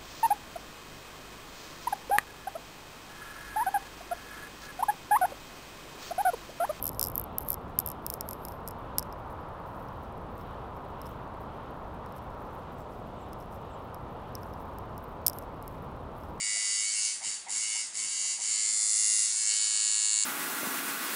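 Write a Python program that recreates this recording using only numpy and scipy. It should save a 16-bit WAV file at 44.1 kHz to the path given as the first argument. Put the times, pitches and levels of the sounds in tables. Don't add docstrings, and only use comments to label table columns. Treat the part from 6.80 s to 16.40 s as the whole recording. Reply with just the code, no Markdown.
import sys
import numpy as np
from scipy import signal
from scipy.fft import rfft, irfft
from scipy.io import wavfile
from scipy.ndimage import uniform_filter1d

SR = 44100
rng = np.random.default_rng(int(sys.argv[2]) if len(sys.argv) > 2 else 0)


def master(y):
    cut = np.clip(np.atleast_2d(y).T, -1, 1)
    pcm = np.round(cut * 32767)
    wavfile.write(sys.argv[1], SR, pcm.astype(np.int16))


N = 423360


def leash_hardware(level_db=1.8, bass_cut_hz=3900, build_width_hz=1500, detune=.012, null_db=-16):
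    # f/Hz, width/Hz, relative level/dB
    body_modes = [(5330, 810, -26), (9830, 2800, 1.5), (14200, 1300, -5)]
    out, hz = np.zeros(N), np.linspace(0, SR / 2, 513)
    snap = abs(sum(gain_of(db) * mode(hz, f, width) for f, width, db in body_modes))
    radiation = hz ** 2 / np.hypot(hz ** 2, bass_cut_hz ** 2)
    rows = knocks()
    chance = rng.uniform(-0.84, 1, (len(rows), 2))
    for (s, db, spot), (grip, angle) in zip(rows, chance):
        snap_db, low_db, ring_hz, width_hz, null_hz = colour_at(spot)
        tuning = 1 + detune * grip
        pair = [(5143, 1), (5620, 0.47 * (1 + angle))]  # f/Hz, share
        low_ring = sum(share * abs(mode(hz, f * tuning, width_hz=465)) ** 2 for f, share in pair)
        high_ring = abs(mode(hz, ring_hz, width_hz)) ** 2
        power = high_ring ** 2 + (gain_of(snap_db) * snap) ** 2 + (gain_of(low_db) * low_ring) ** 2
        null = abs(1 - (1 - gain_of(null_db)) * mode(hz, null_hz, width_hz=450))
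        knock = struck(radiation * null * np.sqrt(power))
        build_up = np.exp(2j * np.angle(mode(hz, ring_hz, build_width_hz)))
        add(out, s, gain_of(db + level_db) * irfft(rfft(knock) * build_up))
    return out


def knocks(uneven_db=1.0):
    # t/s, relative energy/dB, spot on the hook/0-1
    single_knocks = [(.092, -11, 0.33), (.3559, -6, 0), (.4402, -17.5, .04), (.5841, -3, 0.12),
                     (.6871, -7.5, 0), (.7041, -1.5, .01), (.989, 3, .19), (1.0013, -10.5, 0.3),
                     (1.4094, -9, 0.85), (2.1842, 0.5, 0.46), (2.194, -13, 0.52), (2.2273, -21, 0.6),
                     (2.326, -28.5, .7), (3.0863, -40, .7), (3.6124, -39, .7), (4.2168, -25.5, 0.77),
                     (5.262, -37.5, .56), (5.3234, -37, .78), (5.382, -37, .85), (6.5322, -29.5, 0.54),
                     (6.6079, -40.5, 0.7), (7.1453, -28, 0.43), (7.553, -17, 0.66), (7.6325, -32, .69),
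                     (7.737, -36, .7), (7.9858, -27, 0.96), (8.1796, -27, 0.96), (8.4983, -15, .77),
                     (8.5326, -24.5, .54), (8.5866, -18.5, .3), (8.8262, -30, 0.9), (8.879, -23, 0.93),
                     (9.4355, -40, .7)]
    # first t/s, last t/s, count, ratio of each gap to the one before,
    # first and last relative energy/dB, first and last spot/0-1
    rattles = [(0.0265, .0782, 5, .89, -7, -8.5, .08, 0.31), (0.117, .1475, 3, 1.1, -28, -30, 0.22, .6),
               (0.1952, 0.2285, 3, .857, -3.5, -2, 0.83, 0.83), (.2404, .2613, 3, 1.2, -7, -17, 0.82, .78),
               (0.271, 0.318, 4, 1.15, -8, -23.5, 0.19, .17), (.3793, .4142, 3, .94, -4, -17, .02, .08),
               (0.607, .649, 3, .7, -22, -29, .15, .02), (0.719, 0.7422, 3, 1.04, -11, -11.5, 0.16, 0.33),
               (1.062, 1.1168, 5, 1.06, -7.5, -18.5, 0.11, 0.32),
               (1.2652, 1.3394, 3, 1.04, -7.5, -11, 1, 0.92),
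               (1.489, 1.5321, 3, 1.02, -13.5, -16.5, 0.29, .38),
               (1.6515, 1.7215, 3, 1.1, -17, -28, 0.81, 0.8),
               (1.8767, 1.9098, 3, 2.4, -16, -25, 0.37, 0.43), (4.2574, 4.2687, 3, 1, -36, -34, .72, .6),
               (8.465, 8.4814, 3, 3.2, -1, -1.5, .86, .87)]
    rows = list(single_knocks)
    for first_s, last_s, count, gap_ratio, first_db, last_db, first_spot, last_spot in rattles:
        elapsed = np.r_[0, np.cumsum(gap_ratio ** np.arange(count - 1))]
        times = first_s + (last_s - first_s) * elapsed / elapsed[-1]
        levels = np.linspace(first_db, last_db, count) + uneven_db * rng.standard_normal(count)
        rows += zip(times, levels, np.linspace(first_spot, last_spot, count))
    return rows


def colour_at(spot):
    # spot/0-1, snap and low ring level/dB against the high ring,
    # high ring f/Hz, its width/Hz, f/Hz where neighbouring modes cancel
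    spot_colours = [(0, -42, -28, 13030, 2490, 11850), (.15, -23.5, -18, 12460, 2200, 11800),
                    (.3, -14, -15, 11750, 1200, 10950), (.45, -13, -5, 11600, 950, 10750),
                    (.6, -3, 5.5, 11820, 1100, 10700), (.7, -13, 7.5, 12300, 2400, 10750),
                    (.85, -7.5, -3, 12200, 4000, 10750), (1, -9, -4.5, 14200, 3000, 12400)]
    spots, *columns = np.transpose(spot_colours)
    return [np.interp(spot, spots, column) for column in columns]


def after_ring(knocking):
    # f/Hz, gain/dB, t60/s
    lingering_modes = [(5170, -14, .035), (11650, -14.5, .06)]
    t = np.arange(SR // 4) / SR
    out = knocking.copy()
    for hz, db, t60 in lingering_modes:
        decay = gain_of(-60 * t / t60)
        ring = 2 * decay / decay.sum() * np.cos(2 * np.pi * hz * t)
        out += gain_of(db) * signal.oaconvolve(knocking, ring)[:N]
    return out


def high_fizz(level_db=-2, specks_per_s=4000):
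    # t/s, relative level/dB, half-length/s
    fizz_swells = [(.04, -52, 0.066), (.165, -56, 0.073), (.36, -48, .035), (.62, -44, .02),
                   (.695, -44.5, 0.052), (1.015, -57, .02), (1.31, -56, .1), (1.51, -56, .089),
                   (1.68, -56, .13), (8.56, -55, .048)]
    spectrum = [(3000, -19.5), (5200, -14), (7000, -21), (10000, -12), (11500, 2), (12600, 2.5),
                (14500, -4.5), (17000, -27.5)]
    specks = rng.standard_normal(N) * (rng.random(N) < specks_per_s / SR)
    return gain_of(level_db) * strokes(fizz_swells) * coloured(specks, spectrum)


def leash_tugs(knock_db=-8):
    # t/s, energy/dB
    tugs = [(0.987, -15.5), (2.1862, -10.5), (8.4675, -19)]
    out, hz = np.zeros(N), np.linspace(0, SR / 2, 2049)
    thud = abs(mode(hz, centre_hz=170, width_hz=220)) ** 2
    knock = abs(mode(hz, centre_hz=950, width_hz=1300)) ** 2
    bump = struck(thud + gain_of(knock_db) * knock)
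    for s, db in tugs:
        add(out, s, gain_of(db) * bump)
    return out


def footsteps(scuff_db=2.0, claws_db=-78.0):
    # t/s, relative level/dB, half-length/s
    scuffs = [(1.33, -54, .03), (2.495, -68, 0.033), (2.98, -70.5, 0.13), (3.6, -69.5, .08),
              (4.28, -65.5, 0.085), (5.374, -61, .03), (5.75, -73, 0.15), (6.0, -66, .04), (6.15, -70, .08),
              (6.615, -67.5, .05), (6.74, -65.5, .05), (7.62, -71, .13), (7.85, -73, 0.2),
              (8.238, -63.5, 0.018), (8.63, -64, 0.023), (8.92, -70, 0.12), (9.42, -73.5, 0.14)]
    # f/Hz, relative level/dB
    grit_spectrum = [(2500, -16.5), (4300, -13), (5300, 4.5), (6800, -3), (9500, 1.5), (12000, 4.5),
                     (15000, 8), (17000, -2)]
    grit = coloured(grains(per_s=450, spread_db=3.5, decay_s=.001, width_hz=2500), grit_spectrum)
    claws = coloured(grains(per_s=70, spread_db=3.1, decay_s=.002, width_hz=2200), grit_spectrum)
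    return gain_of(scuff_db) * strokes(scuffs + paw_falls()) * grit + gain_of(claws_db) * claws


def paw_falls(gap_s=.17, scatter_s=.039, db=-75.5, spread_db=3.5, half_s=.03):
    beats = np.arange(0, N / SR, gap_s)
    chance = rng.standard_normal((len(beats), 2))
    return [(s + scatter_s * late, db + spread_db * hard, half_s)
            for s, (late, hard) in zip(beats, chance)]


def grains(per_s, spread_db, decay_s, width_hz, colours=32):
    size = gain_of(spread_db * np.minimum(rng.exponential(1, N), 3))
    hits = size * (rng.random(N) < per_s / SR)
    colour = rng.integers(0, colours, N)
    t, hz = np.arange(1024) / SR, np.fft.rfftfreq(1024, 1 / SR)
    out = np.zeros(N)
    for k, centre_hz in enumerate(np.linspace(4500, 15500, colours)):
        burst = rng.standard_normal(len(t)) * np.exp(-t / decay_s)
        crunch = unit_rms(irfft(rfft(burst) * mode(hz, centre_hz, width_hz)))
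        out += signal.oaconvolve(hits * (colour == k), crunch)[:N]
    return out


def clothing(level_db=2.5, first_stride_s=.51, stride_s=.535, half_swish_s=.29):
    # t/s, relative level/dB
    swish_levels = [(.5, -67.5), (1.05, -67.5), (1.6, -73), (2.1, -68), (2.65, -80), (3.7, -67.5),
                    (4.3, -66.5), (5.3, -70), (7.45, -68), (8.5, -78)]
    cloth = [(1000, -23.5), (2000, -3), (3000, 4.5), (3800, -1.5), (5000, -16.5), (8000, -25),
             (16000, -35)]
    strides = np.arange(first_stride_s - stride_s, N / SR, stride_s)
    swishes = [(s, np.interp(s, *np.transpose(swish_levels)), half_swish_s) for s in strides]
    return gain_of(level_db) * strokes(swishes) * noise(cloth)


def street_echo(x, ground_s=.008, ground_db=-32, scatter_db=-29, t60_s=0.11):
    t = np.arange(SR // 2) / SR
    tail = rng.standard_normal(len(t)) * gain_of(-60 * t / t60_s)
    tail *= gain_of(scatter_db) / np.linalg.norm(tail)
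    tail[round(ground_s * SR)] += gain_of(ground_db)
    return x + signal.fftconvolve(x, tail)[:N]


def bird(waver=.025):
    # t/s, level/dB
    calls = [(5.965, -70), (6.375, -67), (6.894, -66.5)]
    # t/s from its start, f/Hz, relative level/dB
    zigzag = [(0, 7300, -13.5), (.018, 8400, -1), (.027, 6830, -5.5), (.043, 7950, 1), (.055, 7350, 0),
              (.075, 7700, -16)]
    s, hz, db = np.transpose(zigzag)
    out, t = np.zeros(N), np.arange(0, s[-1], 1 / SR)
    for start, call_db in calls:
        wobble = unit_rms(uniform_filter1d(rng.standard_normal(len(t)), size=90))
        pitch = np.interp(t, s, hz) * (1 + waver * wobble)
        envelope = gain_of(call_db + np.interp(t, s, db))
        add(out, start, envelope * np.sin(2 * np.pi * np.cumsum(pitch) / SR))
    return out


def soft_hiss():
    # t/s, level/dB
    hiss_levels = [(0, -92.5), (5.0, -85.5), (6.05, -75.5), (6.9, -81.5), (7.6, -88.5), (9.6, -92)]
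    spectrum = [(1500, -15.5), (3000, 1), (5000, 0), (7500, -1.5), (10000, -9),
                (16000, -21)]
    return gain_of(level_curve(hiss_levels)) * noise(spectrum)


def traffic(road_db=-41.18, rumble_top_hz=280, roar_bottom_hz=850, rumble_swing=0.83,
            hiss_db=-63.5, hiss_swing=0.14):
    # f/Hz, relative level/dB
    road_spectrum = [(12, -35), (20, -4.5), (42, -2.5), (64, 0), (124, -3), (249, -7), (337, -9.5),
                     (384, -9), (455, -7.5), (593, -7), (676, -8), (985, -6.5), (1330, -13), (1580, -22),
                     (1800, -26), (2340, -40), (3960, -120)]
    hiss_spectrum = [(1200, -14), (1900, 1.5), (2900, -0.5), (3800, -4.5), (5000, -12.5), (7000, -20),
                     (10000, -20), (15500, -22)]
    # t/s, relative level/dB (before any swing factor)
    rumble_levels = [(0, -42.5), (.75, -45), (1.4, -47.5), (2.1, -44.5), (2.6, -47), (3.7, -44.5),
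                     (5.3, -46.5), (7.3, -46), (8.95, -45), (9.1, -41), (9.25, -46), (9.6, -45)]
    roar_levels = [(0.0, -50), (0.21, -49), (2.94, -45), (3.26, -47), (4.84, -46), (5.72, -46), (6.17, -50),
                   (7.59, -47), (8.87, -48.5), (9.6, -48)]
    hz = np.fft.rfftfreq(N, 1 / SR)
    rumble_db, roar_db = rumble_swing * swell(rumble_levels), swell(roar_levels)
    road = gain_of(road_db) * noise(road_spectrum)
    rumble = irfft(rfft(road) / (1 + (hz / rumble_top_hz) ** 4), N)
    roar = road - irfft(rfft(road) / (1 + (hz / roar_bottom_hz) ** 8), N)
    murmur = road - rumble - roar
    hiss = gain_of(hiss_db + hiss_swing * roar_db) * noise(hiss_spectrum)
    return gain_of(rumble_db) * rumble + murmur + gain_of(roar_db) * roar + hiss


def mode(hz, centre_hz, width_hz):
    return 1 / (1 + 2j * (hz - centre_hz) / width_hz)


def struck(gain):
    log_gain = np.log(np.maximum(np.r_[gain, gain[-2:0:-1]], 1e-5))
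    ring = np.fft.ifft(np.exp(np.conj(signal.hilbert(log_gain)))).real
    return ring / np.linalg.norm(ring)


def strokes(rows):
    envelope = np.zeros(N)
    for s, db, half_s in rows:
        stroke = gain_of(db) * np.hanning(round(2 * half_s * SR))
        add(envelope, s - half_s, stroke[max(round((half_s - s) * SR), 0):])
    return envelope


def coloured(x, spectrum):
    f, db = np.transpose(spectrum)
    hz = np.fft.rfftfreq(len(x), 1 / SR)
    gain = gain_of(np.interp(np.log(hz + 1), np.log(f + 1), db))
    return unit_rms(irfft(rfft(x) * gain, len(x)))


def noise(spectrum):
    return coloured(rng.standard_normal(N), spectrum)


def level_curve(points):
    return np.interp(np.arange(N) / SR, *np.transpose(points))


def swell(points):
    level = level_curve(points)
    return level - level.mean()


def gain_of(db):
    return 10 ** (np.asarray(db) / 20)


def unit_rms(x):
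    return x / np.sqrt(np.mean(x ** 2) + 1e-20)


def add(mix, s, sound):
    part = mix[max(round(s * SR), 0):][:len(sound)]
    part += sound[:len(part)]


def scene():
    near = after_ring(leash_hardware()) + high_fizz() + footsteps()
    return (street_echo(near) + leash_tugs() + clothing() + bird() + traffic() + soft_hiss())[None]


def record(dry):
    lowpass = signal.firwin(161, cutoff=16150, window=("kaiser", 8), fs=SR)
    return signal.oaconvolve(dry, lowpass[None], "same")


dry = scene()
out = record(dry)
master(out)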